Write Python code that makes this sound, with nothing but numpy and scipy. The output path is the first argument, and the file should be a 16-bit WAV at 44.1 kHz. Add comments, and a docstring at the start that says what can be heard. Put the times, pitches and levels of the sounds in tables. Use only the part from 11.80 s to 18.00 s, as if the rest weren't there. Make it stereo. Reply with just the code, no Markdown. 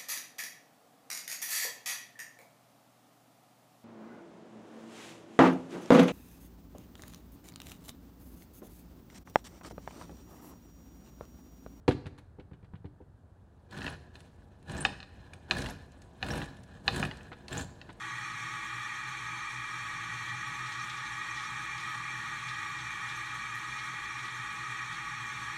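"""A dry motorbike chain runs over its sprockets as the rear wheel is spun by hand in six short pulls.
Impacts excite normal modes: seating links make the swingarm rumble, loose rollers rattle and tick on
the steel, and the slack snaps tight with sharp clacks. Friction makes the pins rasp and squeak.
Before the pulls, a cordless impact driver is stood on the floor and rocks to rest with dull knocks.
The workshop adds its reverberation and a low murmur of air."""
import sys
import numpy as np
from scipy import signal
from scipy.fft import rfft, irfft
from scipy.io import wavfile

SR = 44100
rng = np.random.default_rng(int(sys.argv[2]) if len(sys.argv) > 2 else 0)


def pcm_store(signal):
    """Save signal as 16-bit PCM."""
    levels = np.round(np.clip(np.atleast_2d(signal), -1, 1) * 32767)
    wavfile.write(sys.argv[1], SR, levels.astype(np.int16).T)


N = 273351
TIME = np.arange(N) / SR

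# pulls on the wheel: start t/s, fastest t/s, checked t/s, top speed/dB, starting speed re top/dB,
# roller looseness/dB, dryness/dB, rasp brightness/dB
WHEEL_PULLS = [(1.93, 2.034, 2.138, -5.5, -6.5, 2.5, 2.5, -5), (2.346, 2.381, 2.53, -22.5, 1, 4.5, 4.5, 2),
               (2.902, 2.976, 3.114, -4.5, -2, -1, -1.5, -8), (3.719, 3.79, 3.907, -1.5, -3.5, 0, 1, -2),
               (4.448, 4.57, 4.63, 0.5, -4.5, 0, -1, -1), (5.068, 5.164, 5.268, 2, -8.5, -0.5, -1.5, 0.5),
               (5.723, 5.776, 5.82, -0.5, -3.5, 0, 1.5, 0)]
# the hand keeps the chain stirring between pulls: t/s, speed/dB
STIRRING = [(1.3, -43.5), (1.85, -30.5), (2.6, -27.5), (3.5, -22), (6.2, -20.5)]
# resonances of swingarm and wheel: f/Hz, bandwidth/Hz, level/dB
FRAME_MODES = [(61.4, 30.6, 3.5), (111, 40, 5.5), (176, 59, 2), (275, 32, -0.5), (362, 24.3, -1),
               (470, 45, -8), (560, 60, -6.5), (720, 84, -10), (806.4, 31, -5), (993, 170, -13.5)]
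# modes of sprocket and chain guide: f/Hz, level/dB, T60/s
STEEL_MODES = [(763, -16.5, 0.076), (1160, -31, 0.062), (1420, -6.5, 0.0048), (1747, 0, 0.012),
               (1960, -19, 0.011), (2498, -3, 0.023), (2972, -17.5, 0.042), (2760, -14.5, 0.027),
               (3082, -16.5, 0.031), (3460, -12, 0.011), (3574, -18.5, 0.07), (5000, -13, 0.01),
               (5290, -21, 0.01176), (6580, -19, 0.019), (8800, -36, 0.009)]
# modes of the links' side plates: f/Hz, level/dB, T60/s
PLATE_MODES = [(4086, 0.5, 0.011), (6230, -19.5, 0.015), (7500, -21, 0.0121)]
# light roller contacts favour the low modes: f/Hz, gain/dB
ROLLER_SPECTRUM = [(700, -7), (1100, 6.5), (1750, 5), (2500, -8), (3200, 1.5), (4200, -8), (7000, -2.5)]
# dry steel rubbing: f/Hz, level/dB
FRICTION_SPECTRUM = [(1000, 3.5), (2100, 6.5), (3000, 5), (4000, 3.5), (5000, -3), (7000, -1.5),
                     (8800, -2.5), (10500, -6.5), (13000, -15), (16000, -18)]
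# the chain snaps tight or slaps: t/s, peak level/dB, low-pass f/Hz, side-plate gain/dB, pitch ratio
CHAIN_CLACKS = [(2.0177, -30, 3620, -5, 1.06), (2.0652, -24.5, 3800, -6, 1.08),
                (2.079, -26, 3540, -9, 1.03), (2.3549, -39, 7000, 1, 1.01),
                (3.0505, -9, 4530, -12.5, 1.024), (3.203, -33, 5200, 0, 1.02), (3.2287, -33, 5130, 1, 1.01),
                (3.534, -37.5, 3500, -13, .98), (3.71, -10, 5800, -0.5, 1), (3.8604, -28, 6000, -6, 1.12),
                (4.4275, -18.5, 3300, 1.5, 1), (4.6171, -28.5, 2500, -15, 1.08),
                (5.0792, -8.5, 4400, 1, 1.015), (5.228, -17.5, 2840, -31, .99),
                (5.251, -25, 3030, -17, 1.02), (5.3121, -30, 2900, -5, 1.15),
                (5.408, -42.5, 2600, -17, 1.03), (5.6827, -33.5, 9000, 7, 1.06),
                (6.0148, -34.5, 6109, -1, 1.07)]
# loose links shaken by a blow: f/Hz, level/dB
JINGLE_SPECTRUM = [(400, 1), (900, 3.5), (1750, 2.5), (2150, -7.5), (2700, -10.5), (4200, -0.5), (5500, -9),
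                   (8000, -11.5), (14000, -21)]
# lone links drop onto a tooth: t/s, peak level/dB
LINK_TICKS = [(1.91, -47.5), (2.4044, -46.5), (2.895, -43), (2.9186, -39), (3.535, -41.5), (4.2186, -46),
              (4.8366, -47.5), (5.681, -39)]
# dry pins squeak: t/s, duration/s, start f/Hz, end f/Hz, level/dB
PIN_SQUEAKS = [(2.095, 0.013, 10240, 9750, -55.5), (2.971, 0.017, 8160, 7800, -45.5),
               (2.998, 0.016, 7400, 7900, -45), (3.001, 0.029, 9570, 8220, -38.5),
               (3.063, 0.012, 7850, 8500, -50), (3.903, 0.008, 11500, 10800, -48.5),
               (4.504, 0.02, 5220, 5960, -41.5), (4.574, 0.0046, 8500, 8500, -46),
               (5.156, 0.02, 6500, 7900, -46), (5.721, 0.021, 6600, 8500, -42.5),
               (5.77, 0.023, 6420, 7400, -42.5), (5.81, 0.023, 6700, 8000, -45.5)]
# the driver lands and rocks, then other dull knocks: t/s, floor level/dB, housing level/dB,
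# crack level/dB, crack low-pass f/Hz, rebound delay/s, rebound crack level/dB
BODY_KNOCKS = [(0.0796, -18, -12.5, -21, 4350, .0084, -28), (0.109, -34, -27.5, -27, 3840, .0113, -33.5),
               (0.2582, -34.5, -43, -41, 3450, .008, -43), (0.3785, -54.5, -55, -49.5, 7940, 0.0062, -46.5),
               (.5860, -42.5, -41.5, -56, 1520, 0.012, -48), (0.7124, -39, -50, -53, 1730, 0.021, -51),
               (0.8281, -45, -58, -57, 2200, .017, -55), (0.9357, -34.5, -56, -44.5, 1390, 0.019, -51),
               (1.0445, -36, -41, -51, 1390, .011, -51.5), (1.2030, -51, -45, -71, 960, .012, -63),
               (5.5182, -75, -70, -35.5, 1870, 0.011, -38.5), (6.0904, -57, -61, -38.5, 1960, 0.01, -44)]
# modes of the floor: f/Hz, level/dB, T60/s
FLOOR_MODES = [(64.7, -10, 0.17), (95, 0, 0.088), (127.6, -1.5, 0.073), (181, -3, 0.072)]
# modes of the driver's housing: f/Hz, level/dB, T60/s
HOUSING_MODES = [(245, -7, 0.12), (295, 1.5, .15), (342, -4.5, 0.069), (392, 2, 0.11), (508, -3.5, 0.072),
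                 (598, -15, 0.084), (728, -15.5, 0.13), (790, -3, 0.023), (917, -4.5, 0.031)]
# contact noise of plastic on the floor: f/Hz, level/dB
CRACK_SPECTRUM = [(300, 4.5), (850, 8), (1200, 5.5), (1600, 7.5), (2300, 3), (3200, 1.5), (4400, -0.5),
                  (5300, -12), (10000, -9.5), (15000, -27)]
# colour of the workshop's reverberation: f/Hz, gain/dB
TAIL_SPECTRUM = [(60, 0), (300, -1.5), (1000, -10), (1800, -6.5), (2800, -3), (4000, 1), (5200, 2.5),
                 (7000, -1), (14000, -1.5)]
# reverberation time of the workshop: f/Hz, T60/s
TAIL_T60 = [(60, 0.88), (300, 0.48), (1500, 0.89), (4000, 0.18), (8000, 0.85), (15000, 0.13)]
# murmur of the room's air: f/Hz, level/dB
AIR_SPECTRUM = [(25, -21), (50, -3), (90, 1), (140, -8), (220, -13), (400, -20), (800, -24.5),
                (1100, -29.5), (1700, -31.5), (2100, -45.5), (4000, -47), (5500, -52.5), (9000, -51.5),
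                (15000, -62.5)]

JERK_S, STOP_S = 0.038, 0.04  # a pull's onset, and its fall from the check to a creep
CHECK_DB, CREEP_DB = -5, -16  # speed at the check and after it, re the pull's top speed


def running_chain(speed_db):
    """Rumble, rattle and rasp share one meshing rhythm; each amplitude follows a power law of speed."""
    loose_db, dry_db, bright_db = chain_state()
    fits_db = 3.5 * drift(22) * np.clip(speed_db / CREEP_DB, 0, 1)  # a slow chain rattles in fits
    resting_db = 1.05 * np.minimum(speed_db - CREEP_DB, 0)  # below a creep the rollers settle
    rumble_gain = from_db(-35 + 0.95 * speed_db)
    rattle_gain = from_db(-46 + 0.75 * speed_db + loose_db + fits_db + resting_db)
    rasp_gain = from_db(-50.5 + 1.047 * speed_db + dry_db)
    jolt = meshing(links_per_s=56, t60=.018, uneven_db=2.0)
    brisk = np.clip(rasp_gain / from_db(-53), 0, 1)  # only a brisk chain seats its links hard
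    pulse = rms_one(1 + 0.65 * brisk * jolt)
    return (rumble_gain * frame_rumble(jolt)
            + rattle_gain * roller_rattle(pulse)
            + rasp_gain * pin_rasp(pulse, speed_db, bright_db))


def chain_speed():
    """Speed in dB: each pull jerks, swells and is checked, then damping slows the wheel exponentially."""
    speed_db = np.interp(TIME, *np.transpose(STIRRING), left=-120)
    jerk_db_per_s, settle_db_per_s = 402, 38.5
    for start, fastest, checked, top_db, start_db, *_ in WHEEL_PULLS:
        times = [start, fastest, checked, checked + STOP_S]
        swell = np.interp(TIME, times, [start_db, 0, CHECK_DB, CREEP_DB])
        jerk = jerk_db_per_s * np.maximum(start - TIME, 0)
        settle = settle_db_per_s * np.maximum(TIME - checked - STOP_S, 0)
        speed_db = np.maximum(speed_db, top_db + swell - jerk - settle)
    return speed_db + 0.95 * drift(30)  # the hand pulls unevenly


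def chain_state():
    """Contact varies along the chain: each pull brings its own looseness, dryness and brightness in dB."""
    knots = [(s, loose_db * on, dry_db * on, bright_db * on)
             for start, _, checked, _, _, loose_db, dry_db, bright_db in WHEEL_PULLS
             for s, on in [(start - JERK_S, 0), (start, 1), (checked, 1), (checked + STOP_S, 0)]]
    times, *columns = np.transpose(knots)
    return [np.interp(TIME, times, column) for column in columns]


def meshing(links_per_s, t60, uneven_db):
    """A quasi-periodic impulse train: each link seats on a tooth with a jolt that decays exponentially."""
    links = np.floor(np.cumsum(links_per_s * from_db(1.5 * drift(25))) / SR)
    jolts = np.diff(links, prepend=0) * from_db(uneven_db * np.clip(rng.standard_normal(N), -2, 2))
    decay = from_db(-60 / (t60 * SR))
    return rms_one(signal.lfilter([1], [1, -decay], jolts + 1e-18))


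def frame_rumble(jolt):
    """Forced vibration: a random force, modulated by the jolts, drives swingarm and wheel."""
    force = rng.standard_normal(N) * (1 + 0.33 * jolt)
    rumble = sum((-1) ** k * from_db(db) * resonator(force, hz, q=hz / width)
                 for k, (hz, width, db) in enumerate(FRAME_MODES))
    return rms_one(cut(rumble, 45, "high"))


def roller_rattle(pulse):
    """Shot-noise excitation: rollers land all round the sprocket, so each mode swells and fades alone."""
    impacts = grains(per_s=2700, spread_db=4.5) * pulse
    rattle, t = 0, TIME[:SR // 16]
    for k, mode in enumerate(STEEL_MODES + PLATE_MODES):
        ring = signal.oaconvolve(impacts, struck([mode], t, uneven_db=0))[:N]
        rattle += (-1) ** k * ring * from_db(2.2 * drift(70))
    return rms_one(coloured(rattle, ROLLER_SPECTRUM))


def pin_rasp(pulse, speed_db, bright_db):
    """Dry friction as dense micro-impacts: each pin has its own pitch, so the bands flare singly."""
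    rasp, edges_hz = 0, np.geomspace(1000, 17000, 11)
    grit = [grains(per_s=12000, spread_db=5.0) for _ in range(2)]
    treble_db = bright_db + 0.21 * np.clip(speed_db + 4, -8, 4)  # a faster chain is brighter
    for k, (lo, hi) in enumerate(zip(edges_hz, edges_hz[1:])):
        tilt_db = treble_db * (hi / edges_hz[-1]) ** 2
        rasp += cut(grit[k % 2], [lo, hi], "band") * from_db(4.0 * drift(90) + tilt_db)
    return rms_one(coloured(rasp, FRICTION_SPECTRUM) * pulse)


def clacks():
    """Free vibration after impact: the steel rings and nearby links jingle; soft contacts are duller."""
    out, t = np.zeros(N), TIME[:SR // 8]
    for s, db, bright_hz, plates_db, pitch in CHAIN_CLACKS:
        steel = struck(STEEL_MODES, t * pitch, uneven_db=.7)
        plates = from_db(plates_db) * struck(PLATE_MODES, t * pitch, uneven_db=.7)
        ring = peak_one(dispersed(steel + plates, hz=2100, width_hz=1800))
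        jingle = rms_one(coloured(rng.standard_normal(len(t)), JINGLE_SPECTRUM))
        jingle *= from_db(-16) * envelope(t, rise_s=0.002, t60=0.061)
        add(out, s, from_db(db) * peak_one(cut(ring + jingle, bright_hz)))
    return out


def dispersed(x, hz, width_hz):
    """Dispersion: bending waves travel at unequal speeds; an all-pass spreads the blow in time."""
    radius = np.exp(-np.pi * width_hz / SR)
    poles = [1, -2 * radius * np.cos(2 * np.pi * hz / SR), radius ** 2]
    return signal.lfilter(poles[::-1], poles, x)


def ticks(speed_db):
    """A brief impact has a broad spectrum: a roller hits a tooth, tinged by the link's resonance."""
    out, t = np.zeros(N), TIME[:SR // 20]
    trials, full_speed_per_s = 500, 26
    when, chance, size = rng.integers(0, N, trials), rng.random(trials), rng.standard_normal(trials)
    # besides the listed ticks, links drop by chance, more often and harder with speed
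    drops = chance < full_speed_per_s * from_db(speed_db[when]) * TIME[-1] / trials
    drop_db = np.where(drops, -34 + 0.83 * speed_db[when] - 1.5 * size, -np.inf)
    for s, db in [*LINK_TICKS, *zip(TIME[when], drop_db)]:
        noise, link_hz = rng.standard_normal(len(t)), rng.uniform(4000, 10500)
        if np.isfinite(db):
            contact = coloured(noise, FRICTION_SPECTRUM) * envelope(t, rise_s=0.00039, t60=0.022)
            tick = cut(contact + 1.4 * resonator(contact, link_hz, q=9), 1865, "high", order=1)
            add(out, s, from_db(db) * peak_one(cut(tick, 11000)))
    return out


def squeaks():
    """Stick-slip oscillation: a dry pin gives a short, rough, gliding whistle as its link bends."""
    out = np.zeros(N)
    for s, duration, start_hz, end_hz, db in PIN_SQUEAKS:
        progress = np.linspace(0, 1, int(duration * SR))
        glide_hz = start_hz + (end_hz - start_hz) * progress
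        hz = glide_hz * (1 + 0.055 * drift(1500, len(progress)))
        swell = np.abs(np.sin(np.pi * progress)) ** 1.3 * from_db(3.0 * drift(360, len(progress)))
        add(out, s, from_db(db) * swell * np.sin(2 * np.pi * np.cumsum(hz) / SR))
    return out


def sprocket_ring(pins, hz=6800, t60=.35):
    """Resonance: one lightly damped mode of the toothed disc rings on after a squeak."""
    return from_db(-5) * resonator(pins + 1e-18, hz, q=np.pi * hz * t60 / np.log(1000))


def knocks():
    """Inelastic rebound: each knock is followed by one on a harder edge, weaker in body but brighter."""
    out, body_loss_db, brighter = np.zeros(N), 7.5, 2.44
    for s, floor_db, housing_db, crack_db, bright_hz, delay_s, rebound_db in BODY_KNOCKS:
        add(out, s, knock(floor_db, housing_db, crack_db, bright_hz))
        rebound = knock(floor_db - body_loss_db, housing_db - body_loss_db, rebound_db,
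                        bright_hz * brighter)
        add(out, s + delay_s, rebound)
    return out


def knock(floor_db, housing_db, crack_db, bright_hz):
    """A collision excites both bodies: the floor booms, the plastic housing rings, the contact cracks."""
    t = TIME[:SR // 3]
    boom = struck(FLOOR_MODES, t, uneven_db=2.5)
    housing = struck(HOUSING_MODES, t, uneven_db=1.2)
    crack = coloured(rng.standard_normal(len(t)), CRACK_SPECTRUM) * from_db(-60 * t / 0.062)
    return (from_db(floor_db) * peak_one(boom)
            + from_db(housing_db) * peak_one(housing)
            + from_db(crack_db) * peak_one(cut(crack, bright_hz)))


def workshop(x, early_db, tail_db):
    """Reverberation: early reflections from floor and bike, then a diffuse tail decaying band by band."""
    t, edges_hz = TIME[:SR * 3 // 4], np.geomspace(40, 16000, 10)
    tail = sum(cut(burst(t, at_hz(TAIL_T60, np.sqrt(lo * hi))), [lo, hi], "band")
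               for lo, hi in zip(edges_hz, edges_hz[1:]))
    tail = coloured(tail, TAIL_SPECTRUM) * np.clip(t / 0.018, 0, 1)
    early = burst(t, t60=0.034) * (t > .004)
    response = (from_db(early_db) * early / np.linalg.norm(early)
                + from_db(tail_db) * tail / np.linalg.norm(tail))
    return signal.fftconvolve(x, response)[:N]


def room_air():
    """Stationary noise: the low murmur of the room's air."""
    return from_db(-57) * rms_one(coloured(rng.standard_normal(N), AIR_SPECTRUM))


def struck(modes, t, uneven_db):
    """Modal superposition: damped sines of alternating sign, weighted anew by each point of impact."""
    hz, db, t60 = np.transpose(modes)[:, :, None]
    sign = (-1) ** np.arange(len(hz))[:, None]
    amplitude = from_db(db + uneven_db * rng.standard_normal(hz.shape) - 60 * t / t60)
    return np.sum(sign * amplitude * np.sin(2 * np.pi * hz * t), axis=0)


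def grains(per_s, spread_db):
    """A Poisson train of tiny impacts of uneven size."""
    sizes = from_db(spread_db * np.minimum(rng.exponential(1, N), 3.5))
    return (rng.random(N) < per_s / SR) * sizes * rng.choice([-1, 1], N)


def burst(t, t60):
    """Exponentially decaying white noise."""
    return rng.standard_normal(len(t)) * from_db(-60 * t / t60)


def envelope(t, rise_s, t60):
    """Exponential attack and decay."""
    return from_db(-60 * t / t60) * (1 - np.exp(-t / rise_s))


def drift(per_s, size=N):
    """Random modulation: linear interpolation between unit Gaussian values."""
    return np.interp(np.arange(size) / SR * per_s, np.arange(16000), rng.standard_normal(16000))


def resonator(x, hz, q):
    """Second-order resonance with unit peak gain."""
    return signal.lfilter(*signal.iirpeak(hz, q, SR), x)


def cut(x, hz, kind="low", order=2):
    """Butterworth filter."""
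    return signal.sosfilt(signal.butter(order, np.clip(hz, 10, .45 * SR), kind, fs=SR, output="sos"), x)


def coloured(x, spectrum):
    """Zero-phase spectral shaping."""
    hz = np.fft.rfftfreq(len(x), 1 / SR)
    return irfft(rfft(x) * from_db(at_hz(spectrum, hz)), len(x))


def at_hz(points, hz):
    """Interpolation on a log-frequency axis."""
    f, value = np.transpose(points)
    return np.interp(np.log(np.maximum(hz, 1)), np.log(f), value)


def from_db(db):
    """Decibels to amplitude ratio."""
    return 10 ** (np.asarray(db) / 20)


def rms_one(x):
    """Normalisation to unit rms."""
    return x / np.sqrt(np.mean(x ** 2) + 1e-20)


def peak_one(x):
    """Normalisation to unit peak."""
    return x / (np.abs(x).max() + 1e-20)


def add(out, s, sound):
    """Superposition of a sound starting at s seconds."""
    i = max(round(s * SR), 0)
    out[i:i + len(sound)] += sound[:N - i]


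def scene():
    """Direct and reverberant fields add: all sources are close and almost central, over the room's air."""
    speed_db = chain_speed()
    air = room_air()
    pins = squeaks()
    direct = running_chain(speed_db) + clacks() + pins + sprocket_ring(pins) + knocks() + ticks(speed_db)
    mid = direct + workshop(direct, early_db=-12.5, tail_db=-15.0) + air
    side = from_db(-59) * (workshop(direct, early_db=-15.5, tail_db=-21) - direct)
    return np.array([mid + side, mid - side])


def record(dry):
    """Band limiting: a steep elliptic low-pass at 16 kHz."""
    return signal.sosfilt(signal.ellip(10, .1, 80, 16000, fs=SR, output="sos"), dry)


dry = scene()
out = record(dry)
pcm_store(out)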